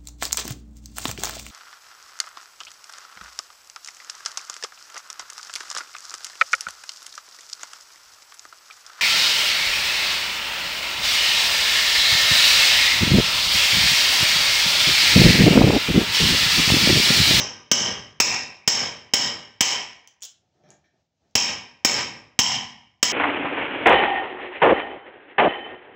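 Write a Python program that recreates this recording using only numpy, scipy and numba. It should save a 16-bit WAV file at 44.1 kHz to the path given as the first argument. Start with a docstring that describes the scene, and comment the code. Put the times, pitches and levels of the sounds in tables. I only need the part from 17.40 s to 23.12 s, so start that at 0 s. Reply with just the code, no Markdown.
"""First comes the ring of a chisel blow already struck, then a hammer drives the broad steel blade into a wooden door's edge.
Each blow rings blade, hammer face and door as short decaying tones; a dense tail carries the ring on in a hard-walled workshop.
In the pause a wood chip cracks off in clicks, and the blade is slid to its new place with strokes of grainy filtered noise.
A faint noise hush lies beneath; the phone an arm's length away colours it all and its gain control holds loud sound level."""
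import sys
import numpy as np
from scipy import signal
from scipy.fft import rfft, irfft
from scipy.io import wavfile
from scipy.ndimage import uniform_filter1d, minimum_filter1d
from numba import njit

SR = 44100
rng = np.random.default_rng(int(sys.argv[2]) if len(sys.argv) > 2 else 0)


def int16_out(signal):
    """Quantize to a 16-bit WAV file."""
    q = np.round(np.clip(np.atleast_2d(signal).T, -1, 1) * 32767)
    wavfile.write(sys.argv[1], SR, q.astype(np.int16))


N = 252252
LEAD = SR // 2  # samples of run-up, so that a blow before time zero is already ringing

# Hammer blows: (time [s], strength [dB], then gains on top of that strength: blade ring [dB], door slab [dB],
#  panel and rail [dB], door edge [dB], panes [dB], blade bending [dB], blade twist [dB], sparkle [dB];
#  share of the usual tail t60 [ratio])
BLOWS = [(-.14, -2.5, 1.5, 0.3, 4, 1, -2.5, 6, 9.5, -9, 1.07),
         (0.3154, 1.5, -0.5, 3.5, 3.5, -1.5, -7, 9, 6, 4, 1.048),
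         (.802, 1.5, -1.5, -5, -3, -1.2, 3.5, -7, -0.8, 4.5, 1.087),
         (1.277, 1.5, -0.8, -2.5, 0.4, -1, -5, 3.5, 0.5, 0.5, 1.053),
         (1.7373, -1, -0.5, -1.5, -1, -1.6, -11, 6, -3, 1.5, 1.086),
         (2.208, 1.8, -4.8, -13.5, -7, -2.1, -3.8, 3.5, -1, -1.7, 1.058),
         (3.954, -0.26, -0.3, -3, -1.5, 0.4, 1.6, 4, 0.3, 7.5, 1.012),
         (4.449, 3.5, -3, -1, -0.5, -2, -2.5, -0.9, -4, 4, 1.045),
         (4.991, 2.5, -2.5, 0, -12, 1.5, -7, 8, 0.7, -14.5, 1.055),
         (5.629, -3, -5.5, -6, -4, -5.5, -8, 3.5, -3, -6, 0.99)]
# What a blow rings, one table a part, each: (frequency [Hz], relative level [dB], t60 [s])
# The blade's main ring
BLADE_RING = [(5150, 7.5, 0.008), (5423, 4.5, 0.014)]
# The chisel's tang
TANG = [(3748, 0, 0.0062), (4380, -8.5, 0.0073)]
# The door slab
SLAB = [(70, -20, 0.037), (126, -16, 0.029), (229, -13.5, 0.035)]
# The door panel
PANEL = [(322, -23, 0.046), (441, -7.5, 0.015), (588.6, -17.5, 0.031)]
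# The door rail
RAIL = [(1202, -9, 0.011), (1590, -14, 0.018)]
# The door edge
EDGE = [(786.5, -12, 0.022), (970, -9, 0.018)]
# The door's bars
BARS = [(1901, -3.5, 0.01), (2236, -4.5, 0.012)]
# The hammer face
HAMMER_FACE = [(6690, -2.5, 0.013), (7356, -5, 0.011), (7690, -4, .01)]
# The door's panes
PANES = [(2460, -7, 0.015), (2670, -5.5, 0.013)]
# The blade bending
BLADE_BEND = [(2930, -7, 0.012), (3132, -4.5, 0.012)]
# The blade twisting
BLADE_TWIST = [(5825, -1.3, 0.013), (6250, -0.9, 0.012)]
# The highest sparkle of the blow
SPARKLE = [(9940, -26, 0.011), (15200, -4.5, .005), (15450, -8.5, 0.005)]
# The clearest snaps of wood fibre and ticks of the blade: (time [s], dry peak level [dB])
SNAPS = [(2.6748, -33), (2.8074, -50), (2.8212, -27), (2.8250, -22), (2.8314, -26), (2.8350, -23),
         (2.8518, -26), (3.2894, -50), (3.3044, -34), (3.9114, -58)]
# Modes of a snapping fibre: (frequency [Hz], relative level [dB], t60 [s])
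FIBRE = [(499.5, -32, 0.017), (1530, -29, 0.0059), (3410, -12, 0.0074), (5570, -10.5, 0.0051),
         (6500, 0, 0.0032), (10270, -6, 0.0043), (16140, -7.5, 0.0049)]
# Strokes of the blade over the wood: (start [s], hardest moment [s], dull part [dB], thin part [dB])
STROKES = [(3.006, 3.045, -71, -94), (3.142, 3.23, -64, -82), (3.237, 3.32, -55.5, -65),
           (3.44, 3.46, -71, -70), (3.522, 3.55, -70.5, -84), (3.818, 3.853, -68.5, -87)]
# Dull rubbing through the door: (frequency [Hz], width [Hz], relative level [dB])
RUB_DULL = [(162.3, 76, -1.5), (333, 116, -1.5), (657, 170, -1.5), (1230, 100, -16.5)]
# Thin rubbing from the blade: (frequency [Hz], width [Hz], relative level [dB])
RUB_THIN = [(1700, 210, 5), (2270, 250, -1), (3280, 190, -4), (3880, 420, -5.5), (5650, 400, -4),
            (6200, 300, -8.5), (14400, 670, -16.5)]
# Panes and panels with the room behind them: (frequency [Hz], usual t60 [s], relative level [dB])
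ROOM = [(60, 0.9, -13), (147, 0.66, -5), (404, 0.61, -7), (980, 0.59, -2.5), (2170, 0.58, -3),
        (3064, 0.5, -2.5), (5605, 0.4, 3), (7870, 0.27, -7), (11600, 0.41, -7.5), (15000, 0.068, -3.5)]
# Colour of the shop's hush: (frequency [Hz], relative level [dB])
HUSH_COLOUR = [(30, -14), (80, -3.5), (200, -10.5), (400, -20.5), (700, -15), (1100, -30.5), (3000, -31),
               (6500, -32), (9000, -50.5), (13000, -51), (15200, -45.5)]
# Microphone colour: (frequency [Hz], gain [dB])
MIC = [(30, -27), (80, -2), (200, -3), (6000, 1.5), (7800, 1.5), (9000, -9), (13000, -16), (14800, -4),
       (15700, -4), (16100, -20)]

# Blow: bite time constant [ms], force, crack and knock gains [dB]
BITE_MS, FORCE_DB, CRACK_DB, KNOCK_DB = 1.05, 7, -7.5, -13
CRACK_FADE_S, KNOCK_HZ, KNOCK_FADE_S = 0.0066, 230, 0.003
BLOW_TAIL_DB, CRACK_IN_TAIL_DB = -28.5, -3.5
# Late in the tail the phone's noise suppression seems to thin the weak bands between the strong ones
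SUPPRESS_AFTER_S, SUPPRESS_DEPTH = 0.29, 0.58
# The chip tears off: many small fibres give way between these times
TEAR_START_S, TEAR_END_S, TEAR_FIBRES = 2.812, 2.866, 16
TEAR_DB, TEAR_SCATTER_DB = -28, 2
# Stroke slopes [dB/s]
DULL_SWELL_DB_S, DULL_FADE_DB_S = 89.5, 249
THIN_SWELL_DB_S, THIN_FADE_DB_S = 90, 350
LIGHT_T60_SHARE, LIGHT_TAIL_DB = 0.65, -29.5
GRAIN_DB, GRAIN_S = 2, 0.0015
HUSH_DB, MURMUR_HZ, MURMUR_DB = -73, 14, 2.5
HOLD_DB, RATIO, ATTACK_S, RELEASE_S = -21, 7.3, 0.012, 0.025
CEILING_DB, TOP_HZ = -2.6, 16600


def hammer():
    """Each blow rings every part, carries on in door and room, and sends a dull knock straight to the phone."""
    out = np.zeros(N + LEAD)
    t = np.arange(4096) / SR  # this length gives the 2049 bins that causal() takes
    for (s, strength_db, ring_db, slab_db, panel_db, edge_db, panes_db,
         bend_db, twist_db, sparkle_db, t60_share) in BLOWS:
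        parts = ((BLADE_RING + TANG, ring_db), (SLAB, slab_db), (PANEL + RAIL, panel_db),
                 (EDGE, edge_db), (BARS + HAMMER_FACE, 0), (PANES, panes_db),
                 (BLADE_BEND, bend_db), (BLADE_TWIST, twist_db), (SPARKLE, sparkle_db))
        modes = np.vstack([undb(db) * ring(table, t) for table, db in parts])

        # the force builds while the edge bites into the wood
        force = undb(FORCE_DB + strength_db) * (1 - np.exp(-1000 * t / BITE_MS)) ** 2
        crack = undb(CRACK_DB) * force * np.exp(-t / CRACK_FADE_S)
        knock = undb(KNOCK_DB) * np.sin(2 * np.pi * KNOCK_HZ * t) * np.exp(-t / KNOCK_FADE_S)
        direct = force * (modes.sum(axis=0) + knock) + crack * rng.standard_normal(len(t))
        add(out, s - BITE_MS / 1000, direct)

        # the parts radiate in different directions, so the room adds their power, not their waves
        mode_power = np.sum(np.abs(rfft(force * modes)) ** 2, axis=0)
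        crack_power = np.sum((undb(CRACK_IN_TAIL_DB) * crack) ** 2)
        log_gain = np.log(mode_power + crack_power) / 2

        # chisel and phone shift between blows, so the tail's fine pattern is new each time
        echo = undb(BLOW_TAIL_DB) * tail(t60_share)
        early = echo * np.exp(-(np.arange(len(echo)) / SR / SUPPRESS_AFTER_S) ** 2)
        relief = log_gain - uniform_filter1d(log_gain, size=150)
        thinned = log_gain + SUPPRESS_DEPTH * np.minimum(relief, 0)  # only the weak bands sink
        add(out, s, causal(early, log_gain) + causal(echo - early, thinned))
    return out


def snaps():
    """Each snap is a bright dry click of a millisecond or two; a patter of small ones fills the tear."""
    out, t = np.zeros(N + LEAD), np.arange(SR // 100) / SR
    place, size = rng.random(TEAR_FIBRES), rng.standard_normal(TEAR_FIBRES)
    times = TEAR_START_S + place * (TEAR_END_S - TEAR_START_S)
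    # the patter is strongest in the middle of the tear
    levels_db = TEAR_DB + TEAR_SCATTER_DB * size + 20 * np.log10(np.sin(np.pi * place))
    for s, db in [*SNAPS, *zip(times, levels_db)]:
        modes = ring(FIBRE, t, detune=0.097, scatter_db=2.5)
        click = modes.sum(axis=0) * (1 - np.exp(-t / 0.0001))
        add(out, s, undb(db) * click / np.abs(click).max())
    return out


def slide():
    """Grainy rubbing: a dull part through the door and a thin one from the blade; each stroke swells, then fades."""
    t = (np.arange(N + LEAD) - LEAD) / SR
    grain = rng.standard_normal(len(t)) * undb(2.3 * rng.exponential(size=len(t)))
    dull, thin = rub(grain, RUB_DULL), rub(grain, RUB_THIN)
    out = np.zeros(len(t))
    for start, top, dull_db, thin_db in STROKES:
        before, after = np.maximum(top - t, 0), np.maximum(t - top, 0)
        dull_gain = undb(dull_db - DULL_SWELL_DB_S * before - DULL_FADE_DB_S * after)
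        thin_gain = undb(thin_db - THIN_SWELL_DB_S * before - THIN_FADE_DB_S * after)
        out += (t > start) * (dull * dull_gain + thin * thin_gain)
    return out


def rub(grain, modes):
    """Grain heard through a set of resonant bands, scaled to rms 1."""
    bands = [undb(db) * unit(band(grain, hz, 1.6 * width / hz)) for hz, width, db in modes]
    return unit(sum(bands))


def room(x):
    """Light touches do not shake the door, so their tail is shorter and weaker than a blow's."""
    return x + undb(LIGHT_TAIL_DB) * signal.fftconvolve(x, tail(LIGHT_T60_SHARE))[:len(x)]


def tail(t60_share, build_s=0.00015, build_cycles=4.2):
    """A dense echo tail of noise bands that builds up fast, the bass later, each band fading at its own rate."""
    t = np.arange(SR * 2 // 3) / SR
    out = np.zeros(len(t))
    hz, t60, db = np.transpose(ROOM)
    # single echoes and rattles stand out as grain
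    hold = int(GRAIN_S * SR)
    grain_db = GRAIN_DB * np.repeat(rng.standard_normal(len(t) // hold + 1), hold)[:len(t)]
    noise = unit(rng.standard_normal(len(t)) * undb(grain_db))
    for k, f in enumerate(50 * 2 ** np.arange(0, 8.5, 0.5)):  # half-octave bands
        place = np.log(f), np.log(hz)
        fade_db = np.interp(*place, db) - 60 * t / (t60_share * np.interp(*place, t60))
        build = 1 - np.exp(-t / (build_s + build_cycles / f))
        shifted = np.roll(noise, 999 * k)  # keeps the bands from moving together
        out += band(shifted, f, 0.5) * undb(fade_db) * build
    return out


def hush():
    """The shop's faint hush: coloured noise, wavering a little in level."""
    hold = int(SR / MURMUR_HZ)
    steps = np.repeat(rng.standard_normal(N // hold + 1), hold)
    waver = unit(uniform_filter1d(steps, hold)[:N])
    return undb(HUSH_DB + MURMUR_DB * waver) * unit(colour(rng.standard_normal(N), HUSH_COLOUR))


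def ring(modes, t, detune=0.00053, scatter_db=0.0):
    """Decaying modes, one a row, each a little different in pitch, phase and (with scatter) size every time."""
    hz, db, t60 = np.transpose(modes)[:, :, None]
    pitch, phase, size = rng.standard_normal((len(modes), 3)).T[:, :, None]
    tones = np.sin(2 * np.pi * (hz * (1 + detune * pitch) * t + phase))
    return undb(db + scatter_db * size - 60 * t / t60) * tones


def undb(db):
    """Decibels to gain."""
    return 10 ** (np.asarray(db) / 20)


def unit(x):
    """Scaled to rms 1."""
    return x / np.sqrt(np.mean(x ** 2))


def add(out, s, x):
    """Mix x in at time s [s]."""
    i = int(s * SR) + LEAD
    out[i:i + len(x)] += x[:len(out) - i]


def band(x, hz, octaves):
    """Band-pass around hz."""
    edges = hz * 2 ** (-octaves / 2), min(hz * 2 ** (octaves / 2), 0.45 * SR)
    return signal.sosfilt(signal.butter(2, edges, "bandpass", fs=SR, output="sos"), x)


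def colour(x, points):
    """Filter that follows (frequency [Hz], gain [dB]) points."""
    hz, db = np.transpose(points)
    grid = np.maximum(np.arange(2049) * SR / 4096, 1)
    log_gain = np.interp(np.log(grid), np.log(hz), db) * np.log(10) / 20
    return causal(x, log_gain)[:len(x)]


def causal(x, log_gain):
    """Filter with the given log gain on 2049 bins, with the least possible delay (minimum phase)."""
    cepstrum = irfft(log_gain)
    cepstrum[1:2048] *= 2  # fold the backward half onto the forward half
    cepstrum[2049:] = 0
    return signal.fftconvolve(x, irfft(np.exp(rfft(cepstrum))))


@njit
def follow(x, attack, release):
    """Level follower: quick up, slower down."""
    level, out = 0., np.empty(len(x))
    for i in range(len(x)):
        a = abs(x[i])
        level += (a - level) * (attack if a > level else release)
        out[i] = level
    return out


def scene():
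    """Work at the door in its room, over the shop's faint hush."""
    work = hammer() + room(snaps() + slide())
    return (work[LEAD:] + hush())[None]


def record(dry):
    """Microphone colour, gain control that holds loud sound level, a peak limiter, and the top cut."""
    x = colour(dry[0], MIC)
    level = follow(x, 1 / (ATTACK_S * SR), 1 / (RELEASE_S * SR))
    x = x * np.minimum(1, undb(HOLD_DB) / (level + 1e-9)) ** (1 - 1 / RATIO)
    span = SR // 2000  # half a millisecond
    peak_gain = np.minimum(1, undb(CEILING_DB) / (np.abs(x) + 1e-9))
    x = x * uniform_filter1d(minimum_filter1d(peak_gain, size=2 * span), size=span)
    return signal.sosfilt(signal.ellip(10, 0.2, 90, TOP_HZ, fs=SR, output="sos"), x)[None]


dry = scene()
out = record(dry)
int16_out(out)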